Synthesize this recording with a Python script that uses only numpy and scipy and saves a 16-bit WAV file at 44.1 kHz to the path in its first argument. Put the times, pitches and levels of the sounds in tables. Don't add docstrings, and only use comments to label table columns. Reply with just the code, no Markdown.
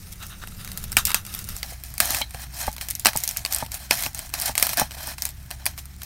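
import sys
import numpy as np
from scipy import signal
from scipy.fft import rfft, irfft, next_fast_len
from scipy.io import wavfile
from scipy.ndimage import uniform_filter1d, map_coordinates

SR = 44100
rng = np.random.default_rng(int(sys.argv[2]) if len(sys.argv) > 2 else 0)


def generate_wav(sig):
    pcm = np.round(np.clip(np.atleast_2d(sig).T, -1, 1) * 32767).astype(np.int16)
    wavfile.write(sys.argv[1], SR, pcm)


N = 266799

# [dB, low part compared with treble]
CRACKS = [(0.2273, -29, 2.5), (0.2664, -22.5, -25), (0.4373, -34, -3), (0.474, -23, -5.5),
          (0.6473, -19, -9), (0.676, -22.5, -1.5), (0.7172, -16.5, -17), (0.7745, -10.5, -17),
          (0.8403, -14, -18), (0.9189, -11, -19), (0.928, -16.5, -8), (0.9688, 4.5, -1.5),
          (0.9862, -4.5, -12), (1.0525, 1.5, -38), (1.07, -5.5, -19), (1.0773, -16.5, -4), (1.1046, -15, 1),
          (1.117, -17, 3.5), (1.1446, 2, -4), (1.251, -22, -9), (1.2652, -18, -15), (1.34, -12.5, -16),
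          (1.3492, -12.5, -11.5), (1.39, -14, -25), (1.4421, -18, -33), (1.4735, -27, -23),
          (1.4887, -12.5, -14), (1.5657, -16, -14), (1.6303, -15.5, -1.5), (1.8372, -17, -15),
          (1.8486, -28, -13), (1.9033, -28, -19), (1.94, -20, -13), (1.9802, -7.5, -19), (2.0026, 5, -8),
          (2.056, -8, -26), (2.1061, -5.5, -11), (2.134, -15, -13), (2.147, -8.5, -4.5), (2.1683, -11, -17),
          (2.187, -15, -20), (2.2151, -13.5, -4.5), (2.308, -24, -10), (2.346, -27, 3.5),
          (2.4183, -21, -22), (2.668, -14.5, -18), (2.7158, -23, -18), (2.7285, -20, -30), (2.765, -22, -3),
          (2.782, -24, 1), (2.812, -14, -5.5), (2.8859, -12, -11.5), (2.903, -12, -37), (2.909, -9.5, -26),
          (2.952, -9, -30), (2.996, -11, -44), (3.0493, -3.5, -10.5), (3.0575, 2.5, 2.5),
          (3.0682, 1.5, -1.5), (3.133, -18, -3.5), (3.162, -8.5, -18), (3.173, -3, -47), (3.2032, -16, -30),
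          (3.237, -3.5, -38), (3.2429, -15, -28), (3.2524, -18, -15), (3.277, -6.5, -21), (3.29, -6.5, -29),
          (3.311, -12, -16), (3.3647, -29, 6.5), (3.3708, -6.5, -54), (3.4507, -10.5, -4.5),
          (3.461, -11.5, -4.5), (3.5248, -5.5, -16), (3.5352, -9, -25), (3.5472, -7, -23), (3.562, -8, -26),
          (3.585, -11.5, -30), (3.663, -25, 1.5), (3.7185, -12, -15), (3.743, -10.5, -22),
          (3.9098, -3.5, 5.5), (3.9412, -13, -21), (3.954, -22, -20), (4.0243, -10, -15), (4.0366, -10, -8),
          (4.0627, -15, 2), (4.132, -28, -22), (4.147, -14, -14), (4.176, -18, -24), (4.185, -24, -24),
          (4.1916, -13, -9.5), (4.293, -26, -11), (4.301, -27, -9), (4.339, -7.5, -5.5), (4.3996, -8, -28),
          (4.4146, -10, -15), (4.42, -9, -30), (4.458, -5, -30), (4.4612, -9, -25), (4.5534, -8.5, -9),
          (4.579, -0.5, -10.5), (4.5983, -7, -12), (4.6263, 5.5, -11), (4.6685, -5, -9), (4.6923, -8, -10),
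          (4.733, -11, -5.5), (4.772, -5.5, -22), (4.784, -10, -18), (4.797, 1, -10.5), (4.816, -14, -20),
          (4.9094, -33, 10.5), (4.9178, -26.5, 2.5), (4.9258, -26, -14), (5.072, -12.5, -25),
          (5.1826, -22, 1), (5.2212, -5, -19), (5.238, -30, 3), (5.2473, -26, -16), (5.253, -7.5, -15),
          (5.2651, -26, -24), (5.29, -18.5, -12.5), (5.5062, -26, 1.5), (5.5119, -16, -3.5),
          (5.6565, -8.5, -14), (5.6642, -4, -6), (5.778, -23, -4), (5.8558, -25.5, -16),
          (6.0187, -23, -1.5), (6.033, -17, -21)]


def amp(db):
    return 10 ** (np.asarray(db) / 20)


def unit(x):
    return x / np.sqrt(np.mean(x ** 2) + 1e-20)


def curves(rows):
    start_s, *columns = np.transpose(rows)
    now_s = np.arange(N) / SR
    return [np.interp(now_s, start_s, column) for column in columns]


def wobble(rate):
    points = rng.standard_normal(int(N * rate / SR) + 4)
    return map_coordinates(points, [np.arange(N) * rate / SR])


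def coloured(x, points):
    hz, db = np.transpose(points)
    size = 2 ** 14
    bin_hz = np.fft.rfftfreq(size, 1 / SR)
    gain_db = np.interp(np.log(bin_hz + 1), np.log(hz + 1), db)
    cepstrum = irfft(np.log(amp(gain_db) + 1e-5))
    cepstrum[1:size // 2] *= 2
    cepstrum[size // 2 + 1:] = 0
    pulse = irfft(np.exp(rfft(cepstrum)))
    return signal.fftconvolve(x, pulse / np.linalg.norm(pulse))[:N]


def resonant(x, modes):
    size = next_fast_len(N + SR // 2)
    f = np.fft.rfftfreq(size, 1 / SR)
    response = 0
    for k, (hz, width_hz, db) in enumerate(modes):
        band = 1j * f * width_hz
        response = response + (-1) ** k * amp(db) * band / (hz * hz - f * f + band)
    low_cut = 1 + (0.75 * modes[0][0] / (f + 1)) ** 8
    return unit(irfft(rfft(x, size) * response / low_cut, size)[:N])


def patchy(x, depth_db):
    spectrum = signal.stft(x, nperseg=256)[2]
    field = uniform_filter1d(rng.standard_normal(spectrum.shape), 5, 0)
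    field = uniform_filter1d(field, 9, 1)
    return signal.istft(spectrum * amp(depth_db * unit(field)), nperseg=256)[1][:N]


def crumbs(rate, spread_db, life_s):
    starts = rng.random(N) < rate / SR
    sizes = starts * amp(spread_db * np.minimum(rng.exponential(size=N), 3.5))
    t = np.arange(SR // 20) / SR
    envelope = signal.fftconvolve(sizes, amp(-60 * t / life_s))[:N]
    return unit(envelope * rng.standard_normal(N))


def far_spot():
    move_s, fade_s = 1.55, 0.048
    return np.clip((np.arange(N) / SR - move_s) / fade_s, 0, 1)


def knife():
    # pitch_hz [Hz], level_db [dB per Hz]
    crust_colour = [(1180, -57.5), (2000, -5.5), (3160, -11), (3710, -8.5), (5320, -3.5), (7840, -7),
                    (8720, -3.5), (10700, -4.5), (13200, -4), (15700, -9), (16400, -47)]
    # pitch_hz [Hz], width_hz [Hz], level_db [dB]
    near_modes = [(650, 300, -14), (1300, 240, 0), (1800, 250, -5), (2700, 180, -3), (3800, 240, -2),
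                  (6200, 250, -9)]
    # pitch_hz [Hz], width_hz [Hz], level_db [dB]
    far_modes = [(691, 172, 3), (1760, 304, 1), (2520, 90, -0.5), (3140, 170, -1.5), (4130, 210, -1),
                 (5500, 430, -2)]
    # pitch_hz [Hz], level_db [dB per Hz]
    table_colour = [(120, -14), (200, -3.5), (300, -3.5), (400, -17), (550, -17.5)]
    rasp_db, loaf_db = effort()
    far = far_spot()
    jerks_db = 1.5 * wobble(80)
    tearing = 0.36 * crumbs(rate=500, spread_db=2.5, life_s=0.004) + 0.55 * rng.standard_normal(N)
    shaking = 0.55 * crumbs(rate=300, spread_db=2, life_s=0.015) + 0.75 * rng.standard_normal(N)
    shaking += 0.2 * tearing
    rasp = unit(amp(jerks_db) * coloured(patchy(tearing, depth_db=2.5), crust_colour))
    loaf = (1 - far) * resonant(shaking, near_modes) + far * resonant(shaking, far_modes)
    loaf += far * amp(-11.5) * coloured(shaking, table_colour)
    return amp(rasp_db + 0.12) * rasp + amp(loaf_db + 0.74 + jerks_db) * loaf


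def effort():
    # [dB, compared with the rasp]
    strokes = [(0.127, 0.013, -34.5, -50, -21), (0.205, 0.029, -49, -41.5, 2),
               (0.306, 0.031, -50, -51.5, 7), (0.414, 0.0068, -63, -46.5, 8), (0.596, 0.34, -47, -52, -4),
               (1.065, 0.033, -49, -30.5, -2), (1.275, 0.14, -42.5, -42, -5), (1.471, 0.11, -46, -39, -6),
               (1.581, 0.15, -49.5, -40.5, -7), (1.854, 0.15, -45, -55, -9.5),
               (2.021, 0.18, -30, -30.5, -5), (2.345, 0.097, -45.5, -41, -2.5),
               (2.508, 0.093, -52, -30.5, -6.5), (2.614, 0.073, -36, -39.5, -0.5),
               (2.814, 0.13, -36, -54, -6.5), (3.151, 0.27, -39.5, -41.5, -7),
               (3.511, 0.12, -32.5, -37.5, -3), (3.72, 0.14, -40, -43.5, -5),
               (3.913, 0.15, -30.5, -30.5, -8), (4.149, 0.11, -42.5, -41, -5),
               (4.339, 0.15, -38.5, -29, -3.5), (4.576, 0.16, -32.5, -33.5, -8.5),
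               (4.779, 0.044, -26, -32.5, 3.5), (4.91, 0.04, -52, -42, -4), (4.977, 0.14, -40, -36.5, -2.5),
               (5.188, 0.061, -41.5, -52, -12), (5.601, 0.046, -54.5, -65, 7),
               (5.787, 0.02, -33.5, -48, -11.5), (5.99, 0.063, -61, -41, -10)]
    # start_s [s], rasp_db [dB], loaf_db [dB]
    rest = [(0, -48, -59.5), (2.3, -52, -57.5), (6.05, -54, -60.5)]
    bite_db_per_s, lift_db_per_s = 1200, 455
    crumble_start_db, crumble_db_per_s, loaf_share = -24, 412, 0.7

    t = np.arange(0, N + 16, 16) / SR
    start_s, length_s, start_db, end_db, loaf_db = np.transpose(strokes)[..., None]
    stroke_db = start_db + (end_db - start_db) * np.clip((t - start_s) / length_s, 0, 1)
    stroke_db = stroke_db - bite_db_per_s * np.maximum(start_s - t, 0)
    stroke_db = stroke_db - lift_db_per_s * np.maximum(t - start_s - length_s, 0)

    crack_s, treble_db, body_db = np.transpose(CRACKS)[..., None]
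    fading_db = treble_db + crumble_start_db - crumble_db_per_s * (t - crack_s)
    crumble_db = np.where(t > crack_s, fading_db, -200)

    rasp_layers = (stroke_db, crumble_db)
    loaf_layers = (stroke_db + loaf_db, crumble_db + loaf_share * body_db)
    levels_db = []
    for layers, rest_db in zip((rasp_layers, loaf_layers), curves(rest)):
        power = sum(np.sum(amp(db) ** 2, 0) for db in layers)
        power = np.interp(np.arange(N) / SR, t, power)
        levels_db.append(10 * np.log10(power + amp(rest_db) ** 2))
    return levels_db


def snaps():
    # pitch_hz [Hz], level_db [dB per Hz]
    edge_colour = [(1500, -81), (3000, -29.5), (4500, 2), (9000, 6.5), (13500, 6.5), (15700, 4),
                   (16500, -35)]
    # pitch_hz [Hz], level_db [dB per Hz]
    body_colour = [(90, -23), (230, 0.5), (430, -3.5), (700, 4.5), (1700, 6.5), (2500, 13), (3500, 1.5),
                   (4800, 10), (6500, 2.5), (9200, 6.5), (13000, -7)]
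    treble, body, t = np.zeros(N + SR), np.zeros(N + SR), np.arange(SR // 10) / SR
    tail = amp(-18.0 - 60 * t / 0.02)
    rise = 1 - np.exp(-t / 0.00016)
    treble_fade = amp(-60 * t / 0.0032) + tail
    body_fade = amp(-60 * t / 0.012) + amp(-13.0) * tail
    for start_s, db, body_db in CRACKS + ticks():
        i = round(start_s * SR)
        noise = np.sign(rng.standard_normal(len(t))) + 0.5 * rng.standard_normal(len(t))
        noise = rise * unit(noise + 0.6 * np.roll(noise, rng.integers(4, 24)))
        treble[i:][:len(t)] += amp(db - 1.0) * treble_fade * noise
        body[i:][:len(t)] += amp(db + body_db) * body_fade * noise
        body[i] += amp(db + body_db + 11)
    return coloured(treble, edge_colour) + amp(-4.5) * coloured(body, body_colour)


def ticks():
    ticks_per_s, base_db, spread_db = 6, -35, 2.5
    draw = rng.random((round(ticks_per_s * N / SR), 3))
    return [(u * N / SR, base_db - spread_db * np.log(v), -10 - 15 * w) for u, v, w in draw]


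def splinters():
    below_crack_db, t60_s = -21.5, 0.029
    low_hz, high_hz = 910, 8960
    out, t = np.zeros(N + SR), np.arange(SR // 16) / SR
    places = rng.random((len(CRACKS), 6, 1))
    for (start_s, db, body_db), place in zip(CRACKS, places):
        hz = low_hz * (high_hz / low_hz) ** place
        modes = amp((1 - place) * body_db) * np.sin(2 * np.pi * hz * t)
        fade = amp(db + below_crack_db - 60 * t / t60_s)
        out[round(start_s * SR):][:len(t)] += fade * modes.sum(0)
    return out[:N]


def pings():
    # start_s [s], peak_db [dB], pitch_hz [Hz]
    ping_rows = [(0.4379, -22, 1450), (1.6306, -16.5, 4580), (3.4502, -13.5, 4570), (3.4618, -22, 4470)]
    t60_s = 0.01
    out, t = np.zeros(N + SR), np.arange(SR // 16) / SR
    for start_s, db, hz in ping_rows:
        roughness = np.cumsum(rng.normal(0, 0.12, len(t)))
        tone = np.sin(2 * np.pi * hz * t + roughness)
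        out[round(start_s * SR):][:len(t)] += amp(db - 60 * t / t60_s) * tone
    return out[:N]


def board():
    # start_s [s], level_db [dB], pitch_hz [Hz]
    knocks = [(1.722, -36, 670), (2.212, -21.5, 820), (2.346, -30.5, 704), (2.679, -15.5, 798),
              (3.155, -20, 836), (3.625, -18.5, 842), (4.064, -24.5, 802), (4.494, -21, 816),
              (4.816, -12, 787), (4.969, -37.5, 706), (5.075, -30, 860)]
    # ratio [times the main pitch], level_db [dB], t60_s [s to fall 60 dB]
    board_modes = [(1, 0, .027), (1.07, -13, .08), (1.4, -8, .022), (.78, -5, .028), (.3, -13, .05),
                   (2, -14, .02), (2.6, -15, .02)]
    # pitch_hz [Hz], level_db [dB per Hz]
    slap_colour = [(150, 22), (260, -7), (900, -20), (2100, -21), (5000, -40)]
    slap_db, slap_t60_s = -1.5, 0.025
    out, slap, t = np.zeros(N + SR), np.zeros(N + SR), np.arange(SR // 8) / SR
    rise = 1 - np.exp(-t / 0.0009)
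    for start_s, db, hz in knocks:
        i = round(start_s * SR)
        ring = np.zeros(len(t))
        for ratio, level_db, t60_s in board_modes:
            unevenness = np.cumsum(rng.normal(0, 0.012, len(t)))
            ring += amp(level_db - 60 * t / t60_s) * np.sin(2 * np.pi * hz * ratio * t + unevenness)
        out[i:][:len(t)] += amp(db + 3.5) * ring * rise
        slap_fade = amp(db + slap_db - 60 * t / slap_t60_s)
        slap[i:][:len(t)] += slap_fade * rise * rng.standard_normal(len(t))
    return out[:N] + coloured(slap, slap_colour)


def blade():
    # start_s [s], level_db [dB]
    twangs = [(2.2162, -10)]
    # pitch_hz [Hz], level_db [dB], t60_s [s to fall 60 dB]
    steel_modes = [(2250, -4, 0.066), (3190, 4.5, 0.052), (4000, 0, 0.073), (4150, -11, 0.13),
                   (4020, -8, 0.12), (4800, -12, 0.019)]
    out, t = np.zeros(N + SR), np.arange(SR // 8) / SR
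    rise = 1 - np.exp(-t / 0.0011)
    for start_s, db in twangs:
        ring = np.zeros(len(t))
        for hz, level_db, t60_s in steel_modes:
            fade = amp(level_db + rng.normal(0, 0.91) - 60 * t / t60_s)
            flutter = np.cumsum(rng.normal(0, 0.11, len(t)))
            ring += fade * np.sin(2 * np.pi * hz * t + flutter)
        out[round(start_s * SR):][:len(t)] += amp(db - 11.5) * ring * rise
    return out[:N]


def stove():
    # start_s [s], level_db [dB]
    fire = [(0.0, -39), (4.7, -36.5), (6.05, -39)]
    # pitch_hz [Hz], level_db [dB per Hz]
    near_colour = [(12, -7.5), (20, 2.5), (97, -0.5), (129, -8.5), (198, -5), (244, -22), (541, -27.5),
                   (743, -30), (900, -31), (1170, -62), (1980, -120)]
    # pitch_hz [Hz], level_db [dB per Hz]
    far_colour = [(12, -34), (22, -12), (40, -3), (58, -8), (95, -6), (135, -10), (200, -19), (300, -29),
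                  (600, -48)]
    # start_s [s], pitch_hz [Hz], level_db [dB]
    draught = [(1.55, 61.7, -43.5), (2.6, 60.8, -41.5), (3.3, 63.36, -47), (3.7, 64.4, -44.5),
               (4.15, 63.8, -51), (4.6, 65.6, -46.5), (5.2, 66.26, -42.5), (6.05, 67.2, -43)]
    # pitch_hz [Hz], level_db [dB per Hz]
    hiss_colour = [(180, 0.5), (300, 10), (496, -6), (693, 1.5), (2060, 6.5), (3080, -1), (9310, -6),
                   (15100, -53), (16400, -60)]
    far = far_spot()
    near_roar = coloured(rng.standard_normal(N), near_colour)
    far_roar = coloured(rng.standard_normal(N), far_colour)
    rumble_db = curves(fire)[0] - 1.0 + 1.9 * wobble(7.7)
    rumble = amp(rumble_db) * ((1 - far) * near_roar + 0.52 * far * far_roar)

    hz, db = curves(draught)
    phase = 2 * np.pi * np.cumsum(hz + 0.31 * wobble(5.8)) / SR
    tones = np.sin(phase) + amp(-14.5) * np.sin(2 * phase)
    hum = far * np.sqrt(2) * amp(db) * tones

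    hiss = amp(-58.0) * coloured(rng.standard_normal(N), hiss_colour)
    return rumble + hum + hiss


def scene():
    cutting = knife() + board() + blade()
    cracking = snaps() + splinters() + pings()
    return (cutting + cracking + stove())[None]


def record(dry):
    top_hz = 16600
    clipped = dry / (1 + np.abs(dry) ** 8) ** (1 / 8)
    size = next_fast_len(N + SR // 2)
    hz = np.fft.rfftfreq(size, 1 / SR)
    dip = amp(-7 * np.exp(-((hz - 10450) / 330) ** 2))
    return irfft(rfft(clipped, size) * dip * (hz < top_hz), size)[:, :N]


dry = scene()
out = record(dry)
generate_wav(out)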